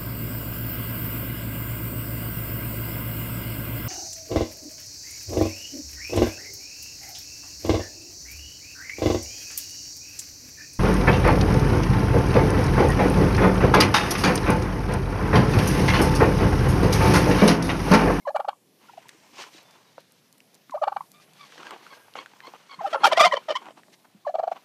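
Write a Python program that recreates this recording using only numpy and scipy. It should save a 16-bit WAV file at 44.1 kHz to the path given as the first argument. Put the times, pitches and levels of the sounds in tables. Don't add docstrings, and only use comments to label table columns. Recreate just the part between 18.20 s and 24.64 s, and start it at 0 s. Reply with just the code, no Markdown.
import sys
import numpy as np
from scipy import signal
from scipy.io import wavfile
from scipy.ndimage import uniform_filter1d

SR = 44100
rng = np.random.default_rng(int(sys.argv[2]) if len(sys.argv) > 2 else 0)


def undo_db(level):
    steps = np.asarray(level, float) / 20
    return 10 ** steps


def wrap_up_sound(samples):
    columns = np.atleast_2d(samples).T
    tamed = np.clip(columns, -1, 1)
    steps = np.round(tamed * 32767).astype(np.int16)
    wavfile.write(sys.argv[1], SR, steps)


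N = 284004


def rms_one(x):
    return x / np.sqrt(np.mean(x ** 2) + 1e-20)


def drift(rate_hz, count=N):
    r = np.exp(-2 * np.pi * rate_hz / SR)
    noise = rng.standard_normal(count + 4000)
    return rms_one(signal.lfilter([1], [1, -2 * r, r * r], noise)[4000:])


def filtered(x, order, hz, side):
    return signal.sosfilt(signal.butter(order, hz, side, fs=SR, output="sos"), x)


def coloured(spectrum, source, patchy_db):
    out = 0
    edges = 25 * 2 ** np.arange(0, 9.6, .5)
    hz, db = np.transpose(spectrum)
    for k, (low, high) in enumerate(zip(edges, edges[1:])):
        level_db = np.interp(np.log(low * high) / 2, np.log(hz), db, left=-90)
        if level_db < -80:
            continue
        band = filtered(source[k % 2], 2, [low, high], "band")
        flicker = drift(13.2, count=N // 8 + 1).repeat(8)[:N]
        out = out + undo_db(level_db + patchy_db * flicker) * band
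    return rms_one(out)


def swell(count, ramp_s):
    edge = np.minimum(np.arange(count), np.arange(count)[::-1])
    return np.sin(np.pi / 2 * np.clip(edge / min(count / 2, ramp_s * SR), 0, 1)) ** 2


def bursts(rows, column, ramp_s):
    out = np.zeros(N)
    for row in rows:
        at = slice(int(row[0] * SR), int((row[0] + row[1]) * SR))
        out[at] += undo_db(row[column]) * swell(at.stop - at.start, ramp_s)
    return out


def resonate(x, hz, width_hz):
    r = np.exp(-np.pi * width_hz / SR)
    numerator = [(1 - r * r) / 2, 0, (r * r - 1) / 2]
    return signal.lfilter(numerator, [1, -2 * r * np.cos(2 * np.pi * hz / SR), r * r], x + 1e-18)


def knocks(events, cycles, crack):
    out = np.zeros(N + SR)
    t = np.arange(SR // 8) / SR
    for (s, db, hz), noise in zip(events, rng.standard_normal((len(events), len(t)))):
        fade = undo_db(-60 * t * hz / cycles) * np.minimum(t * hz, 1)
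        crackle = filtered(noise, 2, [hz / 2.07, min(hz * 2.0, 15000)], "band")
        start = int(s * SR)
        out[start:start + len(t)] += undo_db(db) * fade * (np.sin(2 * np.pi * hz * t) + crack * rms_one(crackle))
    return out[:N]


# pitch_hz, density_db [dB per Hz]
FLOOR_SPECTRUM = [(15, -62), (25, -15.5), (59, -42.5), (129, 8.5), (188, 7), (399, -0.5), (871, -2),
                  (1570, -52), (2120, -19), (4380, -15), (8810, -13.5), (14300, -12.5), (15500, -19.5)]


def suburban_floor():
    return undo_db(-63) * coloured(FLOOR_SPECTRUM, rng.standard_normal((2, N)), patchy_db=-3.0)


# start_s, length_s, pitch_hz, level_db
WHISTLES = [(.012, .03, 2150, -64), (1.33, .1, 3895, -59), (1.44, .14, 3540, -64), (1.65, .05, 3800, -66),
            (1.64, .1, 4720, -72), (3.445, .045, 1615, -45), (3.726, .022, 1600, -41),
            (3.75, .11, 1620, -61), (4.655, .07, 9880, -66), (4.75, .09, 9900, -65),
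            (4.625, .02, 11900, -65), (4.665, .022, 12900, -61), (4.7, .016, 12000, -60)]


def songbirds():
    out = np.zeros(N)
    waver = drift(30)
    for s, length_s, steady_hz, db in WHISTLES:
        at = slice(int(s * SR), int((s + length_s) * SR))
        hz = steady_hz * (1 + 0.004 * waver[at])
        tone = np.sin(2 * np.pi * np.cumsum(hz) / SR)
        out[at] += undo_db(db + 2 * waver[::-1][at]) * swell(len(hz), ramp_s=0.014) * tone
    return out


# time_s, level_db
STIR = [(0.401, -83.5), (.97, -63), (1.37, -60.5), (2.1, -71.5), (2.48, -70), (2.88, -73), (3.508, -53.5),
        (3.79, -61.5), (4.58, -61), (5.199, -57.5), (5.656, -73), (6.03, -74.5), (6.44, -65.5)]
# start_s, length_s, dull_db, bright_db
SCUFFS = [(.58, 0.39, -68, -68), (1.12, 0.19, -60.5, -57), (1.17, 0.091, -47.5, -43.5),
          (1.3, 0.13, -102, -56.5), (1.77, 0.053, -74, -64), (2.33, 0.13, -72, -99),
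          (2.99, 0.067, -99, -61), (3.14, 0.28, -87, -61), (3.37, 0.14, -54, -57), (3.5, 0.054, -45.5, -66),
          (3.61, 0.098, -66, -61), (3.7, 0.092, -55, -64), (3.948, 0.049, -35, -53),
          (3.975, 0.073, -44, -58), (4.23, 0.11, -58, -67), (4.33, 0.044, -47, -74),
          (4.51, 0.043, -49, -66), (4.59, 0.12, -51, -62), (4.685, 0.057, -40.5, -48.5),
          (4.78, 0.26, -40.5, -58), (5.38, 0.11, -54.5, -72), (5.45, 0.086, -52, -80),
          (5.56, 0.053, -54, -65.5), (5.715, 0.046, -64, -56), (5.84, 0.025, -55, -66),
          (6.31, 0.032, -44, -55.5), (6.33, 0.066, -53, -67)]
# pitch_hz, density_db [dB per Hz]
BODY_SPECTRUM = [(88, -59), (150, -12.5), (408, 4), (684, 0.5), (828, 6.5), (1470, -1.5), (1620, -13.5),
                 (2200, -11), (2860, -8.5), (4840, -120)]
# pitch_hz, density_db [dB per Hz]
FEATHER_TIP_SPECTRUM = [(1060, -31), (1800, -1), (2330, -8), (2800, -3), (4990, -6), (5750, -6),
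                        (8580, -20), (15000, -30)]


def rustle():
    stir_db = np.interp(np.arange(N) / SR, *np.transpose(STIR)) + 63
    dull = undo_db(-63.5 + 1.04 * stir_db) + bursts(SCUFFS, column=2, ramp_s=0.031)
    bright = undo_db(-63.5 + 0.55 * stir_db) + bursts(SCUFFS, column=3, ramp_s=0.054)
    snaps = rng.random(N) < 500 / SR
    snaps = snaps * undo_db(6.9 * np.minimum(rng.exponential(1, N), 5)) * rng.choice([-1, 1], N)
    friction = rng.standard_normal((2, N)) + 0.153 * rms_one(snaps)
    dull = dull * undo_db(3 * drift(40)) * coloured(BODY_SPECTRUM, friction, patchy_db=2.5)
    return dull + bright * undo_db(1.5 * drift(40)) * coloured(FEATHER_TIP_SPECTRUM, friction, patchy_db=1.2)


# start_s, peak_db, pitch_hz
CLAW_TICKS = [(0.891, -33.5, 1900), (1.193, -40, 1380), (1.239, -30, 1440), (1.78, -30, 547),
              (2.204, -37.5, 2820), (2.496, -34.5, 1190), (3.323, -37, 1274), (3.379, -31, 1760),
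              (3.431, -28.5, 1340), (3.468, -27, 1680), (3.508, -25.5, 1200), (3.527, -47, 507),
              (3.543, -33, 1380), (3.561, -32, 766), (3.666, -32.5, 1330), (3.882, -40, 880),
              (3.938, -36, 2920), (1.454, -66, 800), (3.357, -43, 700), (4.135, -39.5, 825),
              (4.278, -38.5, 477), (3.954, -22, 820), (4.06, -30, 1500), (4.204, -31.5, 1730),
              (4.337, -32, 785), (5.457, -35, 2560), (5.464, -33, 800), (5.575, -40.5, 754),
              (5.634, -41, 1840), (5.682, -43.5, 594), (5.851, -46.5, 920)]
# start_s, peak_db, pitch_hz
FOOTFALLS = [(0.947, -44, 320), (1.128, -46.5, 245), (1.346, -40.5, 330), (2.494, -40, 263),
             (2.766, -50, 247), (4.28, -63, 350), (4.58, -38.5, 176), (5.065, -30, 189), (5.531, -55, 288),
             (5.946, -38.5, 205)]
# start_s, peak_db, pitch_hz
GRIT = [(0.8846, -38, 6700), (0.892, -34, 4200), (1.43, -46, 10500), (1.5092, -44, 4970),
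        (1.8044, -46, 6780), (1.921, -42, 8200), (2.1266, -41.5, 6260), (2.1811, -44, 7200),
        (2.3441, -40.5, 5550), (2.351, -41, 5500), (2.5086, -40, 3940), (2.9173, -33.5, 10260),
        (3.1342, -43.5, 4430), (3.5079, -35, 4930), (4.06, -45, 4240), (4.2682, -41, 4850),
        (6.305, -51, 8500)]


def footsteps():
    steps = knocks(CLAW_TICKS, cycles=14.0, crack=.6) + knocks(FOOTFALLS, cycles=14.0, crack=.2)
    steps = steps + undo_db(-14) * knocks(GRIT, cycles=70.0, crack=2.5)
    return filtered(steps, 2, 130, "high")


def walls(x):
    t = np.arange(int(.6 * SR)) / SR
    t60_s, first_echo_s = 0.11, .006
    echoes = rng.standard_normal(len(t)) * undo_db(-60 * t / t60_s) * (t > first_echo_s)
    echoes = filtered(echoes, 1, 16400, "low")
    return undo_db(-18) * signal.fftconvolve(x, echoes / np.sqrt(np.sum(echoes ** 2)))[:N]


def throat_gain(partial_hz, throat):
    return sum(undo_db(db) / (1 + (2 * (partial_hz - hz) / width_hz) ** 4) for hz, width_hz, db in throat)


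def voice(notes, throat, top_db, slope_db, wobble, flutter_db, fray_db, ramp_s, effort, gape):
    tone = np.zeros(N)
    k = np.arange(1, 21)[:, None]
    loudest_db = max(note[4] for note in notes) - 6
    unsteady, flutter = drift(148.6), drift(200)
    for (s, length_s, hz0, hz1, db, second_db), phase in zip(notes, rng.random(len(notes))):
        at = np.arange(int(s * SR), int((s + length_s) * SR))
        hz = np.linspace(hz0, hz1, len(at)) * (1 + wobble * unsteady[at])
        upper = undo_db(top_db + slope_db * np.log2(k / 3))
        upper = upper / (1 + (k * hz / 6500) ** 4)
        upper = upper + throat_gain(k * hz, throat)
        upper = upper * undo_db(fray_db * flutter[(at + 997 * k) % N])
        gape_db = np.interp(at / SR, *np.transpose(gape))
        upper = upper * undo_db(effort * (db - loudest_db) + gape_db)
        gains = np.where(k == 1, 1, np.where(k == 2, undo_db(second_db), upper)) * (k * hz < .4 * SR)
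        cycles = 2 * np.pi * (np.cumsum(hz) / SR + phase)
        shape = undo_db(db + flutter_db * flutter[at]) * swell(len(at), ramp_s)
        if hz1 > 1.1 * hz0 and length_s < .016:
            shape = swell(len(at), ramp_s=0.0034) * undo_db(db + 8 * np.linspace(.9, -1.8, len(at)))
        tone[at] += shape * np.sum(gains * np.sin(k * cycles + k * k), axis=0)
    return tone


# pitch_hz, width_hz, level_db
WINDPIPE = [(1370, 150, 2.5), (1870, 22, -15.5), (2316, 55, 8.5), (2830, 160, -0.5), (3137, 270, -9.5),
            (4460, 380, -4.5), (5800, 15, -11)]


def turbulence(rows, spectrum, db, pipe_db):
    air = coloured(spectrum, rng.standard_normal((2, N)), patchy_db=1.5) * undo_db(3 * drift(250))
    low = filtered(undo_db(db) * air, 4, 7000, "low")
    high = filtered(undo_db(db) * air, 4, 7000, "high")
    air = bursts(rows, column=2, ramp_s=0.004) * low + bursts(rows, column=3, ramp_s=0.0026) * high
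    modes = sum(undo_db(mode_db) * resonate(air, hz, width_hz) for hz, width_hz, mode_db in WINDPIPE)
    return air + undo_db(pipe_db) * modes


# start_s, length_s, start_hz, end_hz, level_db
YELPS = [
    (2.932, 0.089, 1177, 1200, -59),
    (3.182, 0.077, 1168, 1115, -52),
    (3.468, 0.056, 1135, 1125, -53),
    (3.696, 0.049, 1124, 1060, -51),
    (3.975, 0.038, 1077, 1103, -42),
    (4.216, 0.038, 1046, 1024, -52.5),
    (4.242, 0.047, 1039, 1115, -47),
    (4.487, 0.073, 1119, 1068, -47.5),
    (4.793, 0.07, 1054, 1140, -45.5),
]
# pitch_hz, width_hz, level_db
YELP_THROAT = [(3400, 1100, -12), (4410, 790, -11.5)]


def far_yelps():
    notes = [(*row, -4.5) for row in YELPS]
    return voice(notes, YELP_THROAT, top_db=-24, slope_db=-8, wobble=.018, flutter_db=4, fray_db=5.0,
                 ramp_s=.015, effort=0, gape=[(0, 0)])


# start_s, length_s, start_hz, end_hz, level_db
CHIRPS = [
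    (0.329, .008, 950, 1250, -36),
    (2.806, 0.0096, 900, 1250, -25),
    (0.683, 0.017, 1420, 1310, -46),
    (.694, 0.015, 913, 1025, -44),
    (0.732, 0.012, 840, 735, -45.5),
    (0.77, 0.0091, 1020, 860, -49),
    (0.774, 0.013, 684, 716, -33),
    (0.855, 0.012, 900, 1030, -49),
]


def chirps():
    notes = [(*row, -24.5) for row in CHIRPS]
    return voice(notes, [(2500, 400, -20)], top_db=-44, slope_db=-8, wobble=.012, flutter_db=.8, fray_db=2.5,
                 ramp_s=.009, effort=-.6, gape=[(0, 0)])


# top_hz, second_db, ring_db, air_db,
# then rows of catch_s, coo_s [length], coo_db, catch_db, flick_db
ROLLS = [
    (870, 1, 0, -38.5, [(.16, 0.017, -19, -22.5, -17.5), (.201, .01, -25, -21, -22), (.245, 0.0022, -48, -35, -28), (.285, 0.011, -32, -20.5, -18.5)]),
    (880, 3, 3, -45.5, [(2.633, 0.02, -17.5, -22.5, -17), (2.676, 0.0098, -28, -20, -17.5), (2.72, 0.0031, -51, -32, -25.5), (2.762, .002, -51, -33, -21)]),
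    (754, -4.5, -10.5, -58, [(6.1505, 0.012, -20.5, -33, -16.5), (6.1935, .012, -21.5, -25, -16), (6.234, 0.0084, -27, -25, -17.5), (6.275, 0.0066, -30, -28, -17), (6.3145, 0.0037, -44, -40, -18.5)]),
]
# after_s, share [of top_hz], level_db
FLICK = [
    (.0025, 1, -2),
    (.005, 0.84, .5),
    (.0085, 1.08, -8.5),
    (0.011, 1.1, -20),
    (0.017, 1.1, -30),
]


def syllables():
    out = []
    coo_hz = 730
    for top_hz, second_db, _, _, rows in ROLLS:
        for s, coo_s, coo_db, catch_db, flick_db in rows:
            low_hz = coo_hz * (1 - .23 * min(coo_s / .009, 1))
            late_db = max(coo_db, (coo_db + catch_db) / 2)
            coo = [(s - coo_s, coo_hz, coo_db - 21), (s - 0.598 * coo_s, 1.14 * low_hz, coo_db),
                   (s - 0.3 * coo_s, 1.08 * low_hz, late_db), (s, low_hz, catch_db)]
            flick = [(s + after_s, share * top_hz, flick_db + db) for after_s, share, db in FLICK]
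            out.append((second_db, -3.0, coo + flick))
    return out


# second_db, beak_db, then rows of time_s, pitch_hz, level_db
OPENINGS = [
    (-3, 3, [(.05, 1070, -48), (.057, 1037, -33.5), (.068, 976, -34), (.074, 624, -21.5), (.083, 537, -21.5), (.095, 610, -21.5), (.101, 793, -42), (.106, 815, -27), (.118, 844, -58)]),
    (-4.5, -9, [(2.517, 1050, -56), (2.524, 1060, -33.5), (2.538, 937, -35), (2.545, 604, -24.5), (2.554, 585, -22), (2.562, 655, -28), (2.574, 830, -35), (2.581, 1190, -35), (2.591, 1210, -48)]),
    (4.5, -6, [(4.588, 1010, -44), (4.595, 1084, -32), (4.604, 996, -39), (4.612, 780, -27), (4.618, 642, -32.5), (4.634, 665, -39.5), (4.646, 813, -25.5), (4.657, 783, -20.5), (4.666, 760, -38)]),
    (-7.5, -0.5, [(6.047, 1198, -59), (6.053, 1094, -37), (6.064, 996, -35.5), (6.071, 627, -20), (6.079, 566, -23), (6.092, 595, -26), (6.097, 705, -22.5), (6.106, 770, -38), (6.118, 561, -52)]),
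]
# pitch_hz, width_hz, level_db
PURR_THROAT = [(1680, 200, -18), (2380, 250, -36), (3000, 300, -35), (4220, 480, -35.5),
               (5970, 1400, -52.5)]
# pitch_hz, level_db
PURR_SECOND = [(560, -7), (625, -16.5), (670, -21), (860, -28.5), (1050, -21), (1200, -26)]


def purrs():
    out = np.zeros(N)
    k = np.arange(1, 13)[:, None]
    contours = list(OPENINGS) + syllables()
    unsteady, flutter = drift(150), drift(180)
    for (second_db, beak_db, rows), phase in zip(contours, rng.random(len(contours))):
        s, hz, db = np.transpose(sorted(rows))
        at = np.arange(int(s[0] * SR), int(s[-1] * SR))
        hz, db = (uniform_filter1d(np.interp(at / SR, s, c), size=50, mode="nearest") for c in (hz, db))
        hz = hz * (1 + .008 * unsteady[at])
        upper = undo_db(-50) + throat_gain(k * hz, PURR_THROAT)
        upper = upper * undo_db(beak_db + 2.5 * flutter[(at + 997 * k) % N])
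        second = undo_db(second_db + np.interp(hz, *np.transpose(PURR_SECOND)))
        gains = np.where(k == 1, 1, np.where(k == 2, second, upper))
        partials = gains * np.sin(2 * np.pi * k * (np.cumsum(hz) / SR + phase) + k * k)
        out[at] += undo_db(db) * swell(len(at), ramp_s=0.0035) * np.sum(partials, axis=0)
    return out


def pop_rings():
    rings = [(row[0] + .006, row[4] + ring_db - 0.5, 1155) for _, _, ring_db, _, rows in ROLLS for row in rows]
    return knocks(rings, cycles=19.0, crack=0.094)


# pitch_hz, density_db [dB per Hz]
PUFF_SPECTRUM = [(1000, -52), (1400, 15), (1800, -34), (3000, 4.5), (3700, -10), (4450, 19), (5400, -26.5),
                 (9000, -15.5), (15000, -33)]


def purr_air():
    held = [(rows[3][0], rows[5][0] - rows[3][0], rows[4][2] - 34) for _, _, rows in OPENINGS]
    flicks = [(s - 0.0023, .015, air_db + 2.36 * (db + 19.0)) for *_, air_db, rows in ROLLS for s, *_, db in rows]
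    puffs = [(*row, row[2]) for row in held + flicks]  # start_s, length_s, level_db, bright_db
    return turbulence(puffs, PUFF_SPECTRUM, db=-4, pipe_db=8)


# start_s, length_s, level_db, bright_db [above 7 kHz]
GOBBLE_GUSTS = [(4.66, 0.03, -51, -49), (4.727, 0.03, -42, -54), (4.834, 0.033, -33.5, -34),
                (4.848, 0.032, -28.5, -22), (4.872, .024, -43.5, -34.5), (4.914, .028, -38, -46),
                (4.923, .016, -39.5, -33.5), (4.966, 0.02, -33.5, -33), (4.995, 0.027, -26, -16.5),
                (5.016, 0.029, -44.5, -36.5), (5.046, 0.023, -23, -26), (5.064, 0.02, -34.5, -35.5),
                (5.118, 0.039, -40, -54.5), (5.165, 0.017, -42, -65), (5.283, .05, -42.5, -84),
                (5.352, 0.023, -42.5, -54)]
# pitch_hz, density_db [dB per Hz]
RASP_SPECTRUM = [(500, -20.5), (1000, -8.5), (1500, 1), (2390, -8.5), (2650, -4.5), (3290, 5), (3860, -3),
                 (5510, -10), (7000, -15), (10900, -16), (15000, -42)]


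def gobble_air():
    return turbulence(GOBBLE_GUSTS, RASP_SPECTRUM, db=-8, pipe_db=9)


# start_s, length_s, start_hz, end_hz, peak_db
GOBBLE_LOW = [(4.662, 0.026, 600, 606, -31.5), (4.726, 0.017, 660, 630, -24),
              (4.745, 0.021, 560, 546, -23.5), (4.762, 0.014, 532, 553, -29),
              (4.861, 0.013, 907, 712, -12.5), (4.87, 0.017, 640, 555, -19.5),
              (4.92, 0.019, 711, 560, -15.5), (4.972, 0.017, 639, 754, -13),
              (4.987, 0.013, 730, 676, -15.5), (5.004, 0.016, 670, 666, -10.5),
              (5.019, 0.038, 583, 634, -18.5), (5.043, 0.025, 665, 732, -11),
              (5.061, 0.019, 707, 647, -22.5), (5.088, 0.051, 616, 650, -42),
              (5.129, 0.0188, 568, 581, -18), (5.147, 0.017, 513, 570, -30),
              (5.171, 0.0087, 604, 514, -23.5), (5.282, 0.023, 672, 562, -24),
              (5.301, 0.019, 613, 604, -20.5), (5.319, 0.011, 527, 546, -26.5),
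              (5.484, 0.0072, 600, 740, -34.5), (5.505, 0.008, 597, 626, -39.5)]
# start_s, length_s, start_hz, end_hz, peak_db
GOBBLE_HIGH = [(4.657, 0.015, 1340, 1270, -32.5), (4.727, 0.023, 1250, 1454, -25),
               (4.74, 0.014, 905, 835, -21.5), (4.746, 0.019, 1275, 1420, -25.5),
               (4.752, 0.0068, 1080, 1030, -22.5), (4.77, 0.02, 1400, 1256, -36),
               (4.77, .018, 860, 900, -36), (5.284, .018, 907, 870, -32.5), (4.832, 0.026, 838.6, 787, -17),
               (4.834, 0.03, 1319, 1480, -14), (4.835, .022, 1129, 1355, -14.5),
               (4.836, 0.026, 3200, 3210, -22.5), (4.848, 0.013, 910, 898, -8.5),
               (4.862, 0.011, 1370, 1380, -27), (4.912, 0.021, 1080, 923, -23),
               (4.954, 0.025, 1950, 1890, -30.5), (4.967, 0.042, 1050, 1041, -27),
               (4.992, 0.02, 1246, 1116, -10.5), (5.013, 0.037, 1167, 1262, -13.5),
               (5.054, 0.029, 1084, 1010, -19), (5.11, 0.039, 1950, 1850, -30.5),
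               (5.119, 0.015, 1060, 993, -18), (5.159, 0.023, 3160, 3050, -32),
               (5.165, 0.017, 1127, 880, -26.5), (5.342, 0.018, 1860, 1890, -35),
               (5.352, 0.017, 1027, 1015, -21.5), (5.364, 0.015, 1062, 1160, -27)]
# pitch_hz, level_db
GOBBLE_SECOND = [(540, -7.5), (610, -10.5), (700, -12), (850, -16), (1050, -10), (1200, -9), (1400, -25.5),
                 (1900, -25), (3000, -38.5)]
# pitch_hz, width_hz, level_db
GOBBLE_THROAT = [(1950, 440, -18), (2480, 38, -34.5), (3156, 370, -16), (3704, 140, -25),
                 (4900, 210, -33.5), (5500, 360, -29)]
# time_s, level_db
GOBBLE_GAPE = [(4.66, 4), (4.74, 3.5), (4.77, -14.5), (4.84, 2.5), (4.93, 5), (5.03, 7), (5.13, 2),
               (5.3, 2.5), (5.36, 10)]


def gobble():
    hz, db = np.transpose(GOBBLE_SECOND)
    sides = list(GOBBLE_LOW) + list(GOBBLE_HIGH)
    notes = [(*note, np.interp((note[2] + note[3]) / 2, hz, db)) for note in sides]
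    return voice(notes, GOBBLE_THROAT, top_db=-23, slope_db=-5.5, wobble=.009, flutter_db=2.5, fray_db=3,
                 ramp_s=.006, effort=.4, gape=GOBBLE_GAPE)


# pitch_hz, width_hz, level_db
AIR_SAC = [(819, 167, -5), (1380, 37, -13.5)]


def turkeys():
    near = filtered(purrs() + chirps() + pop_rings() + gobble(), 2, 320, "high")
    near = near + sum(undo_db(db) * resonate(near, hz, width_hz) for hz, width_hz, db in AIR_SAC)
    return near + far_yelps() + purr_air() + gobble_air()


def scene():
    near = turkeys() + footsteps()
    return (suburban_floor() + songbirds() + rustle() + walls(near) + near)[None]


def top_cut(x):
    return signal.sosfilt(signal.butter(12, 15690, fs=SR, output="sos"), x)


def record(dry):
    limit = .68
    rounded = dry / (1 + (dry / limit) ** 4) ** .25
    rounded = signal.sosfilt(signal.cheby2(12, 60, 16100, fs=SR, output="sos"), rounded)
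    mix = filtered(rounded, 2, 110, "high")
    return top_cut(mix)


dry = scene()
out = record(dry)
wrap_up_sound(out)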